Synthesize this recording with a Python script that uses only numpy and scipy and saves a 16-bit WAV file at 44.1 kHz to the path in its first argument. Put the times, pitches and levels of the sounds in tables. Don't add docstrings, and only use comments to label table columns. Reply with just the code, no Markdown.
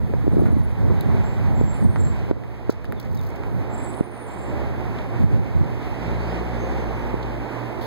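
import sys
import numpy as np
from scipy import signal
from scipy.fft import rfft, irfft
from scipy.io import wavfile
from scipy.ndimage import uniform_filter1d, minimum_filter1d

SR = 44100
rng = np.random.default_rng(int(sys.argv[2]) if len(sys.argv) > 2 else 0)


def put_to_file(sound):
    columns = np.atleast_2d(sound).T
    safe = np.clip(columns, -1, 1)
    whole_steps = np.round(safe * 32767)
    wavfile.write(sys.argv[1], SR, whole_steps.astype(np.int16))


N = 346626
TIME = np.arange(N) / SR
FREQ = np.maximum(np.arange(N // 2 + 1) * SR / N, 1)
PORT_LAG = 16


def undb(db):
    return 10 ** (np.asarray(db) / 20)

def unit(x):
    return x / np.sqrt(np.mean(x ** 2))

def curves(table):
    times, *columns = np.transpose(table)
    return [np.interp(TIME, times, column) for column in columns]

def swell(start, length, attack, release):
    since = TIME - start
    return np.clip(since / attack, 0, 1) * np.exp(-np.maximum(since - length, 0) / release)

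def walk(rate):
    hold = int(SR / rate)
    steps = np.repeat(rng.standard_normal(N // hold + 1), hold)
    return unit(uniform_filter1d(uniform_filter1d(steps, hold), hold)[:N])

def sine(hz):
    return np.sin(2 * np.pi * np.cumsum(hz) / SR)

def eq(x, points):
    hz, db = np.transpose(points)
    return irfft(rfft(x) * undb(np.interp(np.log(FREQ), np.log(hz), db)), N)

def colour(x, points):
    return unit(eq(x, points))

def band(x, hz, octaves):
    edges = np.clip([hz / 2 ** (octaves / 2), hz * 2 ** (octaves / 2)], 10, SR / 2 - 500)
    return signal.sosfilt(signal.butter(2, edges, "band", fs=SR, output="sos"), x)

def band_noise(hz, octaves, samples=N):
    return unit(band(rng.standard_normal((2, samples)), hz, octaves))

def arrive(x, lag):
    return np.array([irfft(rfft(x) * np.exp(-2j * np.pi * FREQ * lag / SR), N), x])

def diffuse_noise():
    alike = np.sinc(2 * FREQ * PORT_LAG / SR)
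    common, apart = irfft(rfft(rng.standard_normal((2, N))) * np.sqrt([1 + alike, 1 - alike]), N)
    return np.array([common + apart, common - apart]) / np.sqrt(2)

def echoed(song, echo_db, decay_s=.055):
    tail = rng.standard_normal((2, SR)) * np.exp(-TIME[:SR] / decay_s)
    echo = signal.fftconvolve(song[None], tail / np.sqrt(np.sum(tail[0] ** 2)), axes=1)[:, :N]
    return song + undb(echo_db) * echo


def hiss(db=-68, hz=12500):
    return undb(db + walk(21.8)) * band_noise(hz, 1)

# f/Hz, relative level/dB
TRAFFIC_EQ = [(25, -24), (40, -32), (60, -1.5), (100, 3), (170, 4), (350, -2), (800, -5), (1200, -11.5),
              (2100, -13), (3000, -26.5), (5000, -35), (7500, -43), (15000, -44.5)]
def traffic(trim_db=-3, drift_db=1.07):
    return colour(diffuse_noise(), TRAFFIC_EQ) * undb(trim_db + drift_db * walk(20.79))

# multiple, relative level/dB
HUM_PARTIALS = [(1, 0.5), (2, -14.5), (2.94, -21), (5, -30)]
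def hum(hz=120.4, start_db=-35, rise_db_per_s=1, waver_db=3):
    cycles = np.cumsum(hz * (1 + .0081 * walk(13))) / SR
    tone = sum(undb(db + waver_db * walk(11)) * np.sin(2 * np.pi * k * cycles) for k, db in HUM_PARTIALS)
    return arrive(tone, lag=6.2) * undb(start_db + rise_db_per_s * TIME)

def trill(start=.313, per_s=16, count=7, chip_s=.042, hz=10000, db=-64, uneven_db=2.5):
    beats = (TIME - start) * per_s + .061 * walk(12)
    progress = np.clip(beats % 1 / (per_s * chip_s), 0, 1)
    chips = np.sin(np.pi * progress) * band_noise(hz, .13) * (beats > 0) * (beats < count)
    return undb(db + uneven_db * walk(61)) * chips

# t/s, starting f/Hz, level/dB
CHIRP_NOTES = [(2.047, 4250, -60), (2.957, 3680, -52.5), (3.161, 3920, -54)]
def chirps(length_s=.0517, fall=.142, waver=.014, rough_db=2.5):
    song, shake = np.zeros(N), waver * walk(900)
    progress = np.linspace(0, 1, int(length_s * SR))
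    for start, start_hz, db in CHIRP_NOTES:
        note = int(start * SR) + np.arange(len(progress))
        hz = start_hz * (1 - fall * progress ** 2 + shake[note])
        song[note] += undb(db) * np.sin(np.pi * progress) * sine(hz)
    return echoed(song * undb(rough_db * walk(150)), echo_db=-8)

# t/s, length/s, starting f/Hz, glide/share of pitch, relative level/dB
WHISTLE_NOTES = [(1.23, 0.1, 7450, 0.016, -57), (1.552, 0.07, 7470, 0.0028, -52),
                 (1.64, 0.086, 7530, -0.003, -46), (1.72, 0.03, 8700, -.004, -56),
                 (1.73, 0.14, 9260, 0.0052, -56), (1.804, 0.053, 8650, .002, -48),
                 (1.874, 0.15, 8700, 0.0079, -56), (1.979, 0.092, 7500, -0.0034, -49),
                 (3.69, 0.26, 7530, 0.038, -53), (3.716, 0.066, 8740, 0.0021, -59),
                 (3.766, 0.34, 9470, -0.003, -56.5), (3.96, .045, 8400, 0.004, -53),
                 (4.1, 0.18, 8990, 0.0033, -50), (4.262, 0.22, 7590, -0.025, -55),
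                 (4.269, 0.21, 9020, -0.042, -55)]
def bird_whistles(waver=.0058, trim_db=-2.5, ragged_db=4.5):
    song, shake = np.zeros(N), waver * walk(450)
    for start, length, start_hz, glide, db in WHISTLE_NOTES:
        progress = np.linspace(0, 1, int(length * SR))
        note = int(start * SR) + np.arange(len(progress))
        hz = start_hz * (1 + glide * progress) * (1 + shake[note])
        song[note] += undb(db) * np.sqrt(4 * progress * (1 - progress)) * sine(hz)
    return echoed(song * undb(trim_db + ragged_db * walk(90)), echo_db=0)

# t/s, relative level/dB
BREEZE_RIDE = [(0, -30.5), (1.9, -26), (2.4, -31), (3.3, -32), (3.9, -34), (4.25, -39), (4.6, -30.5),
               (5.7, -31), (6.4, -37.5), (7.1, -35), (7.55, -45), (7.86, -36)]
# t/s, length/s, relative level/dB, flutter against that level/dB
GUST_CUES = [(-.05, 0.46, -25.5, -15), (0.307, .14, -17.5, -8), (0.476, 0.12, -21, -17),
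             (0.782, 0.14, -21, -8), (1.041, 0.13, -20, -11.5), (1.36, 0.2, -21.5, -21),
             (1.554, 0.057, -17.5, -21), (1.8, 0.051, -17, -15.5), (1.938, 0.13, -22, -12),
             (2.252, 0.15, -32, 0.5), (2.868, 0.06, -26.5, -3.5), (3.038, 0.16, -25, -21),
             (3.506, 0.077, -25.5, -22), (4.453, 0.08, -33, -5), (4.662, 0.26, -50, -21),
             (5.181, 0.06, -18, -15), (5.292, 0.053, -16.5, -7.5), (5.543, 0.017, -19, -11),
             (6.064, 0.04, -28, -27), (6.68, 0.068, -35, -12)]
# f/Hz, relative level/dB
RUMBLE_EQ = [(20, -49), (32, -15), (50, -1), (75, 1.5), (120, -4), (200, -11), (300, -27), (600, -43),
             (2000, -67)]
def wind(gust_pitch_ratio=1.19, flutter_trim_db=-3, burst_db=4):
    breeze_db, = curves(BREEZE_RIDE)
    push, flutter = 0, undb(breeze_db - 32)
    for start, length, db, flutter_db in GUST_CUES:
        gust = undb(db) * swell(start, length, attack=.019, release=.09)
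        push = np.maximum(push, gust)
        flutter = np.maximum(flutter, gust * undb(flutter_db))
    gust_eq = [(hz * gust_pitch_ratio, db) for hz, db in RUMBLE_EQ]
    eddy_eq = [(100, -20), (153, 0), (397.8, -2), (700, -14), (1500, -32), (5000, -60), (15000, -80)]
    ports = []
    for port_db in (-2.3, 1):
        breeze = undb(breeze_db) * colour(rng.standard_normal(N) * undb(walk(11)), RUMBLE_EQ)
        rumble = push * colour(rng.standard_normal(N) * undb(walk(30)), gust_eq)
        eddies = flutter * colour(rng.standard_normal(N) * undb(burst_db * walk(120)), eddy_eq)
        ports.append(undb(port_db) * (breeze + rumble + undb(flutter_trim_db) * eddies))
    return np.array(ports)

# t/s, relative level/dB, ring f/Hz, decay/s
THUMP_HITS = [(0.137, -13, 434, 0.0011), (0.241, -17.5, 277, 0.0027), (.268, -11.5, 360, 0.0011),
              (0.278, -5, 312, 0.0015), (0.3327, -6.5, 200, 0.0013), (0.367, -8.5, 347, 0.0019),
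              (0.382, -13, 334, 0.0026), (.403, -7, 152, 0.0018), (0.419, -9, 345, 0.0022),
              (.483, -11.5, 220, 0.0015), (.526, -16, 280, 0.003), (.566, -10.5, 260, 0.0025),
              (1.612, -2, 265, 0.0007), (1.847, -6, 170, 0.0024), (1.9597, -7.5, 710, 0.00016),
              (2.311, 2.5, 335, 0.0011), (2.694, 3, 327, 0.0012), (2.699, -9, 446, .001),
              (4.008, 1.5, 242, 0.0011), (5.239, -3.5, 140, 0.0028), (5.609, -7, 121, 0.0034),
              (7.141, -9.5, 301.6, 0.00097)]
def thumps(trim_db=-.86):
    out, t = np.zeros((2, N)), TIME[:SR // 10]
    for start, db, hz, decay in THUMP_HITS:
        i = int(start * SR)
        envelope = t / decay * np.exp(1 - t / decay)
        out[0, i:i + len(t)] -= undb(db + trim_db) * envelope * np.sin(2 * np.pi * hz * t)
    return out

# t/s, relative level/dB, centre f/Hz, decay/s, tick level/dB
CLICK_HITS = [(0.136, -35.5, 1260, 0.0043, -64), (0.456, -36, 1560, 0.015, -60),
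              (1.0095, -40, 3830, 0.0021, -27.5), (1.959, -32, 1400, 0.0088, -55),
              (2.07, -32, 1470, 0.0034, -62), (2.313, -17.5, 876, 0.0017, -52),
              (2.4362, -29.5, 1475, 0.0018, -55), (2.696, -20, 950, 0.0027, -50),
              (2.7, -36, 4530, 0.012, -35.5), (2.722, -43, 4620, 0.01, -42),
              (2.8445, -23.5, 1400, 0.0017, -39), (2.852, -39.5, 3320, 0.0064, -48),
              (2.923, -21, 1500, 0.0013, -28), (2.999, -38.5, 4260, 0.0056, -35),
              (3.028, -47, 4730, 0.0041, -49), (3.05, -51, 4800, .003, -48), (3.129, -55, 5200, .003, -43),
              (3.174, -41, 5240, 0.0017, -43), (3.191, -53, 5240, 0.0036, -43),
              (3.213, -43, 5470, 0.0016, -45), (3.234, -48, 4700, 0.0027, -50),
              (3.25, -49, 5000, 0.0015, -47), (3.272, -51, 5200, 0.0021, -48), (3.29, -51, 5500, .003, -43),
              (3.303, -49, 6000, .003, -44), (3.359, -50, 5100, .004, -46),
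              (3.4357, -25, 1290, 0.00085, -45), (3.939, -44, 3000, 0.0056, -67),
              (4.986, -38, 2940, 0.0033, -58), (7.228, -41, 3260, 0.0067, -62)]
def clicks(trim_db=-2, snap=.68, tick_hz=12500):
    out, t = np.zeros((2, N)), TIME[:SR // 10]
    for start, db, hz, decay, tick_db in CLICK_HITS:
        i = int(start * SR)
        contact = band(1. * (t == 0), hz, 1.2)
        contact *= snap / np.abs(contact).max()
        scrape = np.exp(-t / decay) * band_noise(hz, .79, len(t))
        tick = np.exp(-t / (.27 * decay)) * band_noise(tick_hz, .95, len(t))
        out[:, i:i + len(t)] += undb(db + trim_db) * (contact + scrape) + undb(tick_db) * tick
    return out

def case_ping(start=1.0095, hz=3940, decay_s=.0025, db=-38):
    since = np.maximum(TIME - start, 0)
    return undb(db) * np.exp(-since / decay_s) * np.sin(2 * np.pi * hz * since)

def zoom_rattle(db=-54, grains_per_s=170, decay_s=.0033):
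    ticks = (rng.random(N) < grains_per_s / SR) * rng.uniform(.14, 1, N)
    grains = signal.lfilter([1], [1, -np.exp(-1 / (decay_s * SR))], ticks) * rng.standard_normal((2, N))
    rustle = colour(grains, [(1500, -44), (4500, 2), (6000, -3), (9000, -15), (13000, 1), (15500, 2)])
    fader = np.interp(TIME, [2.97, 3.01, 3.09, 3.15, 3.3, 3.39], [.05, .55, .25, 1, 1, 0])
    return undb(db) * rustle * fader

def air_valve(start=7.81, attack_s=.0022):
    air = diffuse_noise()
    body = undb(-51) * unit(band(air, hz=3800, octaves=.67))
    sizzle = undb(-56) * unit(band(air, hz=13000, octaves=.5))
    return np.clip((TIME - start) / attack_s, 0, 1) * (body + sizzle)

# peak t/s, half length/s, f/Hz, glide/(Hz per s), hoarseness/share of pitch, level/dB
MOAN_CUES = [(4.53, .11, 576, 0.5, 0.039, -37.5), (6.42, 0.17, 748, 19, 0.0054, -42),
             (6.689, 0.13, 526, 60.5, 0.0037, -38.5)]
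def moans():
    out = 0
    for peak, half_length, hz, glide, hoarse, db in MOAN_CUES:
        since = TIME - peak
        pitch = (hz + glide * since) * (1 + hoarse * walk(200))
        out += undb(db) * np.exp(-(since / half_length) ** 2) * sine(pitch)
    return arrive(out, lag=4.5)

# t/s, f/Hz, level/dB
TURBO_SWEEP = [(6.0, 3690, -99), (6.15, 4090, -62), (6.3, 4900, -63), (6.5, 6000, -70), (6.65, 6430, -67.5),
               (6.9, 6150, -68), (7.1, 5750, -75.5), (7.3, 5390, -82)]
def turbo(breathiness=.025, patchy_db=4):
    hz, db = curves(TURBO_SWEEP)
    whistle = sine(hz * (1 + breathiness * walk(1100)))
    gate = (TIME > TURBO_SWEEP[0][0]) * (TIME < TURBO_SWEEP[-1][0])
    return arrive(whistle * undb(db + patchy_db * walk(25)) * gate, lag=7.6)

# t/s, length/s, relative level/dB, overtone boost/dB, length of that growl/s
ENGINE_PULLS = [(4.288, .75, -35.5, 8, .3), (5.964, 1.44, -27, 11, 0.58)]
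# multiple of the firing rate, relative level/dB
EXHAUST_PARTIALS = [(1, 8.5), (2, -12.5), (3, -14.5), (4, -26), (5, -39), (6, -35.5), (9, -37.5)]
def exhaust(firings, firing_hz, coast_db=-39, pipe_hz=54.7, pipe_width_hz=9.1, waver_db=.96):
    level, growl = undb(coast_db), 1
    for start, length, db, growl_db, growl_s in ENGINE_PULLS:
        level += undb(db) * swell(start, length, attack=.069, release=.04)
        growl *= undb(growl_db * swell(start, growl_s, attack=.069, release=.2))
    boom = undb(1) / np.sqrt(np.hypot(1, (firing_hz - pipe_hz) / pipe_width_hz))
    fundamental, *overtones = [
        level * undb(db + min(k, 2) * waver_db * walk(13)) * np.sin(2 * np.pi * k * firings)
        for k, db in EXHAUST_PARTIALS]
    return arrive(fundamental * boom, lag=-18) + arrive(sum(overtones) * growl, lag=1.3)

# f/Hz, relative level/dB
ROAR_EQ = [(40, -33), (110, -22.5), (200, 4), (350, 5), (600, -6.5), (900, -4.5), (1300, -15.5),
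           (2000, -55.5), (3000, -58), (5000, -67.5), (15000, -60)]
def diesel_roar(firings, knock=.24, trim_db=-2):
    pulsing = 1 + knock * np.cos(2 * np.pi * firings)
    roar = colour(rng.standard_normal(N) * pulsing, ROAR_EQ)
    return arrive(roar * undb(trim_db + walk(14)), lag=13.45)

# t/s, level/dB, treble boost/dB
DRONE_RIDE = [(0, -40, 8), (.7, -39.5, 7.5), (1.1, -34.5, 6), (1.6, -35.5, 6), (2.1, -38, 7),
              (2.55, -37.5, 8), (3.0, -37.5, 7), (3.8, -35, 3.5), (4.55, -33, 4.5), (5.1, -34, 5),
              (5.75, -36.5, 7), (6.02, -31.5, 8), (6.35, -32.5, 8.5), (7.0, -32, 5), (7.86, -32.5, 5)]
def drone(wash, treble_from_hz=2800, treble_to_hz=7500):
    db, treble_db = curves(DRONE_RIDE)
    highs = irfft(rfft(wash) / (1 + (treble_from_hz / FREQ) ** 4) / (1 + (FREQ / treble_to_hz) ** 4), N)
    return (wash + highs * (undb(treble_db) - 1)) * undb(db)

# t/s, firing f/Hz
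ENGINE_REVS = [(4.0, 60.8), (4.5, 66.3), (5.0, 68.5), (5.7, 50.1), (5.9, 50.7), (6.02, 54.44),
               (6.17, 56.74), (6.5, 58.43), (6.72, 59.07), (6.93, 55.73), (7.13, 52.05), (7.4, 50.5),
               (7.86, 47.6)]
def scene():
    firing_hz, = curves(ENGINE_REVS)
    firings = np.cumsum(firing_hz * (1 + .00316 * walk(20))) / SR
    bed = drone(diesel_roar(firings) + traffic()) + hum()
    bus = exhaust(firings, firing_hz) + turbo() + moans() + air_valve()
    birds = bird_whistles() + chirps() + trill()
    close_up = wind() + thumps() + clicks() + case_ping() + zoom_rattle()
    return bed + bus + birds + close_up + hiss()

def gain_control(stereo, ceiling_db=-3, recover_db_per_s=9):
    overload = np.maximum(np.abs(stereo).max(axis=0) / undb(ceiling_db), 1)
    recovery = recover_db_per_s * TIME
    gain_db = np.minimum.accumulate(-20 * np.log10(overload) - recovery) + recovery
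    return stereo * undb(uniform_filter1d(minimum_filter1d(gain_db, size=120), size=120))

# f/Hz, gain/dB
RIGHT_EQ = [(60, 2.5), (400, 2), (1500, 2), (2800, 1.8), (15000, -1.24)]
def record(dry, left_port_db=1, trim_db=-.2, low_cut_hz=30, high_cut_hz=15750):
    ports = dry * undb([[left_port_db], [0]])
    delayed = np.pad(ports[::-1], ((0, 0), (PORT_LAG, 0)), mode="edge")[:, :N]
    fade_in = np.minimum(np.arange(N) / (10 * PORT_LAG), 1)
    left, right = (ports - delayed) * undb(trim_db) * fade_in
    low_cut = signal.butter(2, low_cut_hz, "high", fs=SR, output="sos")
    high_cut = signal.ellip(10, .2, 70, high_cut_hz, fs=SR, output="sos")
    stereo = signal.sosfilt(low_cut, np.array([left, eq(right, RIGHT_EQ)]))
    return signal.sosfilt(high_cut, gain_control(stereo))


dry = scene()
out = record(dry)
put_to_file(out)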